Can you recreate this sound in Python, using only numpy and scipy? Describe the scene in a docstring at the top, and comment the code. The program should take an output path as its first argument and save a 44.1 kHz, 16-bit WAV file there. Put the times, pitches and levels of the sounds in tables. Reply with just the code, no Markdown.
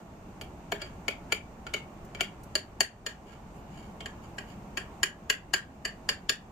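"""A small kitchen, stereo microphone close to a ceramic plate on the counter, where mushrooms are cut.
The knife shears through each piece and clacks on the plate, whose ring is damped by the food and changes
with the place struck; the counter thuds below. Slices snap and are pushed about between cuts.
Behind them lie a steady appliance rumble, moving air and a faint hiss from the pan, which sink after
each loud cut as the microphone's gain control ducks, and then creep back."""
import sys
import numpy as np
from scipy import signal
from scipy.io import wavfile
from scipy.ndimage import uniform_filter1d

SR = 44100
rng = np.random.default_rng(int(sys.argv[2]) if len(sys.argv) > 2 else 0)


def materialize(psi):
    """Save the field psi as 16-bit PCM at rate SR to the path in sys.argv[1].

    A 1-D psi becomes a single channel; in a 2-D psi each row is a channel.
    """
    bounded = np.clip(np.atleast_2d(psi).T, -1, 1)
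    quanta = np.round(bounded * 32767).astype(np.int16)
    wavfile.write(sys.argv[1], SR, quanta)


N = 287091
TIME = np.arange(N) / SR

FIRM_DB = -25   # ring level of a firm cut; effort is counted from here
HARDNESS_PER_DB, THUD_PER_DB = 0.15, 0.67   # per dB of effort: ring tilt [dB/octave], thud [dB]
REBOUND_DB, REBOUND_PER_DB = -9.5, 0.36   # the more flesh is sheared, the less cleanly the edge lands
# Thud under a firm cut in the middle, halfway and at the rim: (level [dB], centre [Hz])
THUD_BY_PLACE = [(-29.5, 487), (-25, 554), (-43, 370)]
# Knife meeting plate, close to the microphone: (time [s], ring level [dB],
# place [0 middle, 1 halfway, 2 rim], shear against the hit [dB], lead mode [Hz], its boost [dB])
KNIFE_CUTS = [(.412, -44.5, 0.39, -47, 3200, 10.5), (.7212, -34.5, 0.18, 5.5, 1772, 12.5),
              (.8185, -41.5, 0.36, 6, 4845, 22.5), (1.0815, -31.5, 0.13, -41, 2390, 8),
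              (1.3228, -27, 0.19, -5, 2230, 3), (1.667, -44, 0.23, -12, 1400, 9.5),
              (1.7395, -30, 0.094, 1.5, 3100, 1.5), (2.1485, -44, 0.046, -33, 7060, 2),
              (2.2078, -28.5, 0.15, -9, 2693, 15), (2.5535, -31, 0.88, -19, 4400, 6.5),
              (2.8061, -22.5, 1.16, -10, 4730, 3), (3.0649, -32, 1.23, 0.5, 6970, 2.5),
              (4.0073, -47.5, .15, 8, 3240, 19.5), (4.059, -38, 1.66, -5, 3130, 1.5),
              (4.3842, -37.5, 1.72, 3, 3280, 5), (4.774, -31.5, 1.62, 2, 2210, 10),
              (5.0315, -20.5, 1.81, -15.5, 1880, -1), (5.2999, -20.5, 1.6, -3.5, 1640, 1),
              (5.5383, -20.5, 1.49, 3.5, 1650, 3), (5.8525, -29, 1.54, 4.5, 4630, 5),
              (6.0901, -24.5, 1.536, -10, 4600, 5), (6.2955, -22, 1.46, 10, 4910, 16.5)]
def knife_on_plate(tails, crack_db=-15, crack_hz=1500, crack_t60=0.003, room_db=1.0):
    """Each cut is a dry crack, the plate's ring and a thud, sent into the room from a shifting spot."""
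    out, before_hit = np.zeros((2, N)), SR // 80
    t = np.arange(-before_hit, SR // 16) / SR
    for k, (s, ring_db, place, shear_db, lead_hz, lead_db) in enumerate(KNIFE_CUTS):
        effort_db = ring_db - FIRM_DB
        thud_db, thud_hz = [np.interp(place, [0, 1, 2], col) for col in np.transpose(THUD_BY_PLACE)]
        blade = blade_force(t, shear_db, REBOUND_DB + REBOUND_PER_DB * shear_db)
        force = near_paths(blade)
        thud = counter_thud(force, thud_db + THUD_PER_DB * effort_db, thud_hz)
        crack = struck(force, crack_hz, crack_t60, ring_db + crack_db, pan_db=0)
        contact = (ring_db, place, HARDNESS_PER_DB * effort_db, lead_hz, lead_db)
        direct = plate_ring(force, *contact, detune=0.0051, t60_scale=0.78)
        # the room gathers the plate's sound from all sides, where the modes blur into broad bands
        all_round = from_db(room_db) * plate_ring(blade[None], *contact, detune=.01, t60_scale=.3)
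        room = signal.fftconvolve(thud + crack + all_round, tails[k % len(tails)], axes=1)
        start = round(s * SR) - before_hit
        add(out, direct + thud + crack, start)
        add(out, room, start)
    return out


def blade_force(t, shear_db, rebound_db, shear_s=0.0015, chatter_s=0.0016, bounce_s=0.0041):
    """Fibres give way ever faster, the edge lands at t = 0, then chatters and bounces once."""
    grit = rng.standard_normal((2, len(t)))
    shear = grit[0] * np.exp(-abs(t) / shear_s) * (t < 0)
    chatter = grit[1] * np.exp(-abs(t) / chatter_s) * (t > 0)
    force = from_db(shear_db) * shear / np.linalg.norm(shear)
    force += from_db(rebound_db) * chatter / np.linalg.norm(chatter)
    force[np.searchsorted(t, 0)] += 1
    force[np.searchsorted(t, bounce_s * rng.uniform(.8, 1.2))] += from_db(rebound_db)
    return force


# Modes of plate and blade, heard close up: (pitch [Hz], t60 before damping [s],
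# level struck in the middle [dB], halfway [dB], at the rim [dB], left over right [dB])
PLATE_MODES = [(1103, 0.033, -17.5, -13, -17, -15.5), (1407, 0.033, -4.5, -6, -18, -1.5),
               (1654, 0.076, -25, -5.5, -4.5, -7), (1713, 0.039, -9.5, -0.5, -10, 8),
               (1842, 0.04, -29.5, -4.5, -8, 13.5), (2264, 0.045, -0.5, -6.5, -16, 13.5),
               (2462, 0.097, -9.5, -11.5, -12.5, -8.5), (2874, 0.032, -2, 3.5, -9, 2.5),
               (3030, 0.038, -2.5, -4.5, -6, -6), (3170, 0.2, -13.5, -22.5, -17.5, -5),
               (3740, 0.004, -10, -14.5, -14.5, -14), (4498, 0.033, -9, 6, -16, 1),
               (4586, 0.093, -9.5, -4.5, -16.5, -2), (4790, 0.045, -23.5, -32.5, -17, -2.5),
               (5216, 0.029, -26.5, -26.5, -22, 25.5), (6923, 0.038, -7.5, 3, -23.5, 8),
               (7063, 0.052, -16.5, -8.5, -5.5, 0.5), (8530, 0.0062, -33.5, -29.5, -16.5, 12.5),
               (9010, 0.018, -14, -0.5, -27.5, 5.5), (9590, 0.075, -20, -19.5, -15, 0),
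               (11050, 0.026, -16.5, -7, -48, 14.5), (12270, 0.035, -17.5, -15.5, -22, 3.5),
               (14300, 0.035, -19.5, -12, -31.5, 2)]
def plate_ring(force, ring_db, place, hardness, lead_hz, lead_db, detune, t60_scale):
    """The contact point sets each mode's share; the pressing blade and the food shift and damp them."""
    sound = 0
    for hz, t60, *place_db, pan_db in PLATE_MODES:
        boost_db = lead_db * nearness(hz, lead_hz, octaves=0.089)
        mode_db = np.interp(place, [0, 1, 2], place_db) + hardness * np.log2(hz / 2500) + boost_db
        mode_t60 = t60 * t60_scale * from_db(0.19 * boost_db)  # the lead mode is damped least
        mode_hz = hz * (1 + detune * rng.normal())
        sound += struck(force, mode_hz, mode_t60, ring_db + mode_db, pan_db)
    return sound


# The plate rocking on the counter: (pitch [Hz], t60 [s], relative level [dB], left over right [dB])
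COUNTER_MODES = [(188, 0.051, -8, 4), (402.3, 0.079, -2, -4), (470, 0.044, -7.5, 0.5), (592, 0.025, -3, -4),
                 (624, 0.09, -6.5, -6), (837, 0.007, -7, -11)]
def counter_thud(force, thud_db, thud_hz, focus_db=8):
    """The plate's foot knocks on the counter, most strongly around one pitch."""
    sound = 0
    for hz, t60, mode_db, pan_db in COUNTER_MODES:
        off_centre_db = focus_db * (nearness(hz, thud_hz, octaves=0.49) - 1)
        mode_hz = hz * (1 + 0.043 * rng.normal())
        sound += struck(force[[1, 1]], mode_hz, t60, thud_db + mode_db + off_centre_db, pan_db)
    return sound


# The thud under the chop at 0.72 s, close by: (time [s], level [dB], centre [Hz])
HEAVY_CHOP_THUD = [(.7212, -27.5, 640)]
def heavy_chop_thud():
    """One chop lands with an extra-heavy, broad thud from the counter."""
    out = np.zeros((2, N))
    force = near_paths(signal.unit_impulse(SR // 8))
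    for s, db, hz in HEAVY_CHOP_THUD:
        add(out, counter_thud(force, db, hz, focus_db=3), round(s * SR))
    return out


# Moist flesh snapping close by, and a barely audible bright tick at 1.49 s: (time [s], level [dB])
SNAPS_AND_TICK = [(.412, -44.5), (0.717, -42), (1.491, -74), (2.048, -55), (2.433, -48), (4.369, -64),
                  (4.489, -62)]
def snaps_and_tick(attack_s=.001, decay_s=0.0054, low_hz=5000, grain_db=5):
    """A few milliseconds of fine, bright crackle: tearing fibres, or at its faintest just a tick."""
    out, t = np.zeros((2, N)), np.arange(SR // 16) / SR
    high_pass = signal.butter(2, low_hz, "high", fs=SR, output="sos")
    envelope = np.exp(-t / decay_s) * (1 - np.exp(-t / attack_s))
    for s, db in SNAPS_AND_TICK:
        grains = rng.standard_normal(len(t)) * from_db(grain_db * rng.standard_normal(len(t)))
        crackle = rms_one(signal.sosfilt(high_pass, grains)) * envelope
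        add(out, near_paths(from_db(db) * crackle), round(s * SR))
    return out


LIGHT_PUSH_DB, DULLING_PER_DB = -56, 0.75   # pushes dull by this [dB/octave] per dB above a light one
# Slices pushed over the plate, faint even this close: (peak time [s], half-width [s], level [dB])
SLICE_PUSHES = [(.81, 0.01, -48), (.845, 0.061, -50.5), (1.32, 0.014, -44), (2.205, 0.014, -40.5),
                (3.317, 0.043, -53), (3.573, 0.039, -69.5), (3.798, 0.077, -55.5), (4.249, 0.021, -58),
                (4.502, 0.036, -55)]
def sliding_slices(grains_per_s=1500, grain_db=23.0, t60_scale=0.62):
    """Sticking and slipping slices tickle the heavily damped plate with fine grains."""
    out = np.zeros((2, N))
    for s, half_width, db in SLICE_PUSHES:
        tilt = DULLING_PER_DB * (LIGHT_PUSH_DB - db)
        t = np.arange(-2 * half_width, 2 * half_width, 1 / SR)
        slips = rng.random((2, SR))[:, :len(t)] < grains_per_s / SR
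        grains = slips * from_db(grain_db * rng.uniform(-1.1, 1, (2, SR))[:, :len(t)])
        scrape = 0
        for hz, t60, middle_db, _, rim_db, _ in PLATE_MODES:
            mode_db = max(middle_db, rim_db) + tilt * np.log2(hz / 1000)
            scrape += from_db(mode_db) * rms_one(ring(grains, hz, t60 * t60_scale))
        swell = np.exp(-(t / half_width) ** 2)
        add(out, from_db(db) * swell * rms_one(scrape), round((s + t[0]) * SR))
    return out


# Counter, stove and walls as they reach the microphone:
# (left delay [s], right delay [s], left level [dB], right level [dB])
REFLECTIONS = [(.0011, 0.001238, -9, -0.5), (.0040, .0037, -10.5, 2.5), (.0068, 0.0073, -7.5, -5),
               (0.0143, .0138, -22.5, -13), (0.028, .0248, -32.5, -12.5)]
def near_paths(force, wander=.1):
    """Direct sound and first reflections, whose paths shift as the hands move."""
    out = np.array([force, force])
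    for left_s, right_s, left_db, right_db in REFLECTIONS:
        stretch = 1 + wander * rng.uniform(-1, 1)
        out[0] += from_db(left_db) * np.roll(force, int(left_s * stretch * SR))
        out[1] += from_db(right_db) * np.roll(force, int(right_s * stretch * SR))
    return out


# The kitchen's reverberation, heard from the counter: (frequency [Hz], level [dB])
TAIL_LEVELS = [(250, -13), (700, -13.5), (1700, -9), (3000, -9), (4700, -15.5), (7000, -12.5),
               (9500, -11.5), (14000, -12)]
# Its decay: (frequency [Hz], t60 [s])
TAIL_DECAYS = [(250, 0.13), (1700, 0.23), (4700, 0.18), (9000, 0.16), (14000, 0.12)]
def kitchen_tails(spots=7, build_s=0.019):
    """Diffuse tails for a few spots: noise builds after the first reflections and dies band by band."""
    t = np.arange(SR // 4) / SR
    tails = 0
    for hz, pair in noise_bands(size=spots * len(t), first_band=11):
        shape = np.exp(-np.log(1000) * t / at_hz(TAIL_DECAYS, hz)) * (1 - np.exp(-(t / build_s) ** 2))
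        gain = from_db(at_hz(TAIL_LEVELS, hz)) / np.linalg.norm(shape)
        tails += gain * shape * pair.reshape(spots, 2, -1)
    return tails


# Appliance, air and pan, farther off in the room: (frequency [Hz], relative spectral density [dB])
APPLIANCE_SPECTRUM = [(20, -2), (35, -1), (55, 3.5), (85, -1.5), (130, -1), (200, -0.5), (280, -14.5),
                      (400, -32)]
AIR_SPECTRUM = [(200, -2.5), (350, 6), (480, -1), (700, 5), (1000, 0.5), (1500, -16.5), (2500, -57.5),
                (4000, -51)]
PAN_SPECTRUM = [(1500, 18.5), (2700, 18), (3800, 1.5), (4700, 22.5), (5500, -4), (6700, 13), (8200, 7),
                (9600, -34.5), (11300, -8.5), (12800, 5.5), (14500, -11), (16000, -18.5)]
# How alike they reach the microphone's two sides: (frequency [Hz], correlation [0-1])
STEREO_LIKENESS = [(60, 0.96), (290, 0.99), (640, 0.73), (1400, 0), (3000, 0), (15000, 0)]
def appliance_air_and_pan(rumble_db=-47.5, air_db=-50.5, hiss_db=-61, flicker_db=0.67, flicker_hz=9.4):
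    """Steady rumble, moving air and pan hiss; alike in both channels only in the bass."""
    layers = np.zeros((3, 2, N))
    for hz, (mid, side) in noise_bands(size=N):
        alike = at_hz(STEREO_LIKENESS, hz)
        band = np.sqrt(1 + alike) * mid + np.sqrt(1 - alike) * side * [[1], [-1]]
        band *= from_db(flicker_db * drift(flicker_hz))
        for layer, spectrum in zip(layers, (APPLIANCE_SPECTRUM, AIR_SPECTRUM, PAN_SPECTRUM)):
            if spectrum[0][0] / 1.2 < hz < spectrum[-1][0] * 1.2:
                layer += band * from_db(at_hz(spectrum, hz))
    rumble, air, hiss = [from_db(db) * rms_one(x) for db, x in zip((rumble_db, air_db, hiss_db), layers)]
    return rumble * pan(1) + air * pan(-3) + hiss


def gain_control(x, threshold_db=-27, slope=0.7, sense_hz=3500, attack_s=0.029, release_s=0.37):
    """Sharp, bright peaks turn the gain down, and it creeps back."""
    treble = signal.sosfilt(signal.butter(1, sense_hz, "high", fs=SR, output="sos"), x)
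    power = uniform_filter1d(np.mean(treble ** 2, axis=0), size=SR // 200)
    duck_db = np.maximum(slope * (10 * np.log10(np.maximum(power, 1e-12)) - threshold_db), 1e-6)
    duck_db[0] = 3.0  # it starts a little turned down
    recovery = np.exp(-TIME / release_s)
    held_db = np.maximum.accumulate(duck_db / recovery) * recovery
    pole = np.exp(-1 / (attack_s * SR))
    return x * from_db(-signal.lfilter([1 - pole], [1, -pole], held_db))


def struck(force, hz, t60, level_db, pan_db, span_s=0.0082):
    """A mode holding the energy of level_db kept up for span_s, placed between the channels."""
    tone = ring(force, hz, t60)
    tone = tone / np.linalg.norm(tone, axis=1, keepdims=True) * np.sqrt(span_s * SR)
    return tone * from_db(level_db) * pan(pan_db)


def ring(force, hz, t60):
    """One decaying mode, silent far below and above its pitch."""
    w = 2 * np.pi * hz / SR
    radii = np.exp(-np.log(1000) / (t60 * SR)), np.exp(-w / 4)  # the mode, then a broad band-pass
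    tiny = 1e-18 * np.sin(np.arange(force.shape[1]))  # keeps the decay from underflowing
    return signal.sosfilt([[1, 0, -1, 1, -2 * r * np.cos(w), r * r] for r in radii], force + tiny)


def noise_bands(size, first_band=0):
    """Third-octave bands of two unrelated noises: yields (Hz, pair)."""
    edges = 18 * 2 ** (np.arange(first_band, 31) / 3)
    white = rng.standard_normal((2, 2, size))
    for k, (low, high) in enumerate(zip(edges, edges[1:])):
        band_pass = signal.butter(2, [low, high], "band", fs=SR, output="sos")
        yield np.sqrt(low * high), signal.sosfilt(band_pass, white[k % 2])


def drift(hz, step=40, settle=2000):
    """Slow random wander with spread 1."""
    r = np.exp(-2 * np.pi * hz * step / SR)
    white = rng.standard_normal(N // step + settle + 2)
    slow = signal.lfilter([1], [1, -2 * r, r * r], white)[settle:]
    return np.interp(np.arange(N) / step, np.arange(len(slow)), rms_one(slow))


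def nearness(hz, centre_hz, octaves):
    """1 at the centre, falling away over the given width."""
    return np.exp(-(np.log2(hz / centre_hz) / octaves) ** 2)


def at_hz(points, hz):
    """Read a table on a log-frequency axis."""
    points = np.array(points)
    return np.interp(np.log(hz), np.log(points[:, 0]), points[:, 1])


def from_db(db):
    """Decibels to gain."""
    return np.exp(np.asarray(db) * (np.log(10) / 20))


def pan(db):
    """Channel gains with the left louder by db."""
    return from_db([[db / 2], [-db / 2]])


def rms_one(x):
    """Scale to rms 1."""
    return x / np.sqrt(np.mean(x ** 2) + 1e-20)


def add(out, sound, start):
    """Mix a stereo sound in at a sample."""
    part = sound[:, :N - start]
    out[:, start:start + part.shape[1]] += part


def scene():
    """At the counter: cuts, one heavy thud, sliding and snapping food, with the kitchen behind."""
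    tails = kitchen_tails()
    handling = sliding_slices() + heavy_chop_thud() + snaps_and_tick()
    handling_room = signal.fftconvolve(handling, tails[0], axes=1)[:, :N]
    return knife_on_plate(tails) + handling + handling_room + appliance_air_and_pan()


def record(dry, dip_hz=10900, dip_q=8.0, dip_db=-11, cutoff_hz=15400):
    """The microphone's gain ducks after loud cuts; the treble has a narrow dip and a steep top cut."""
    ducked = gain_control(dry)
    dip_band = signal.lfilter(*signal.iirpeak(dip_hz, dip_q, fs=SR), ducked)
    dipped = ducked - (1 - from_db(dip_db)) * dip_band
    return signal.sosfilt(signal.ellip(10, .2, 80, cutoff_hz, fs=SR, output="sos"), dipped)


dry = scene()
out = record(dry)
materialize(out)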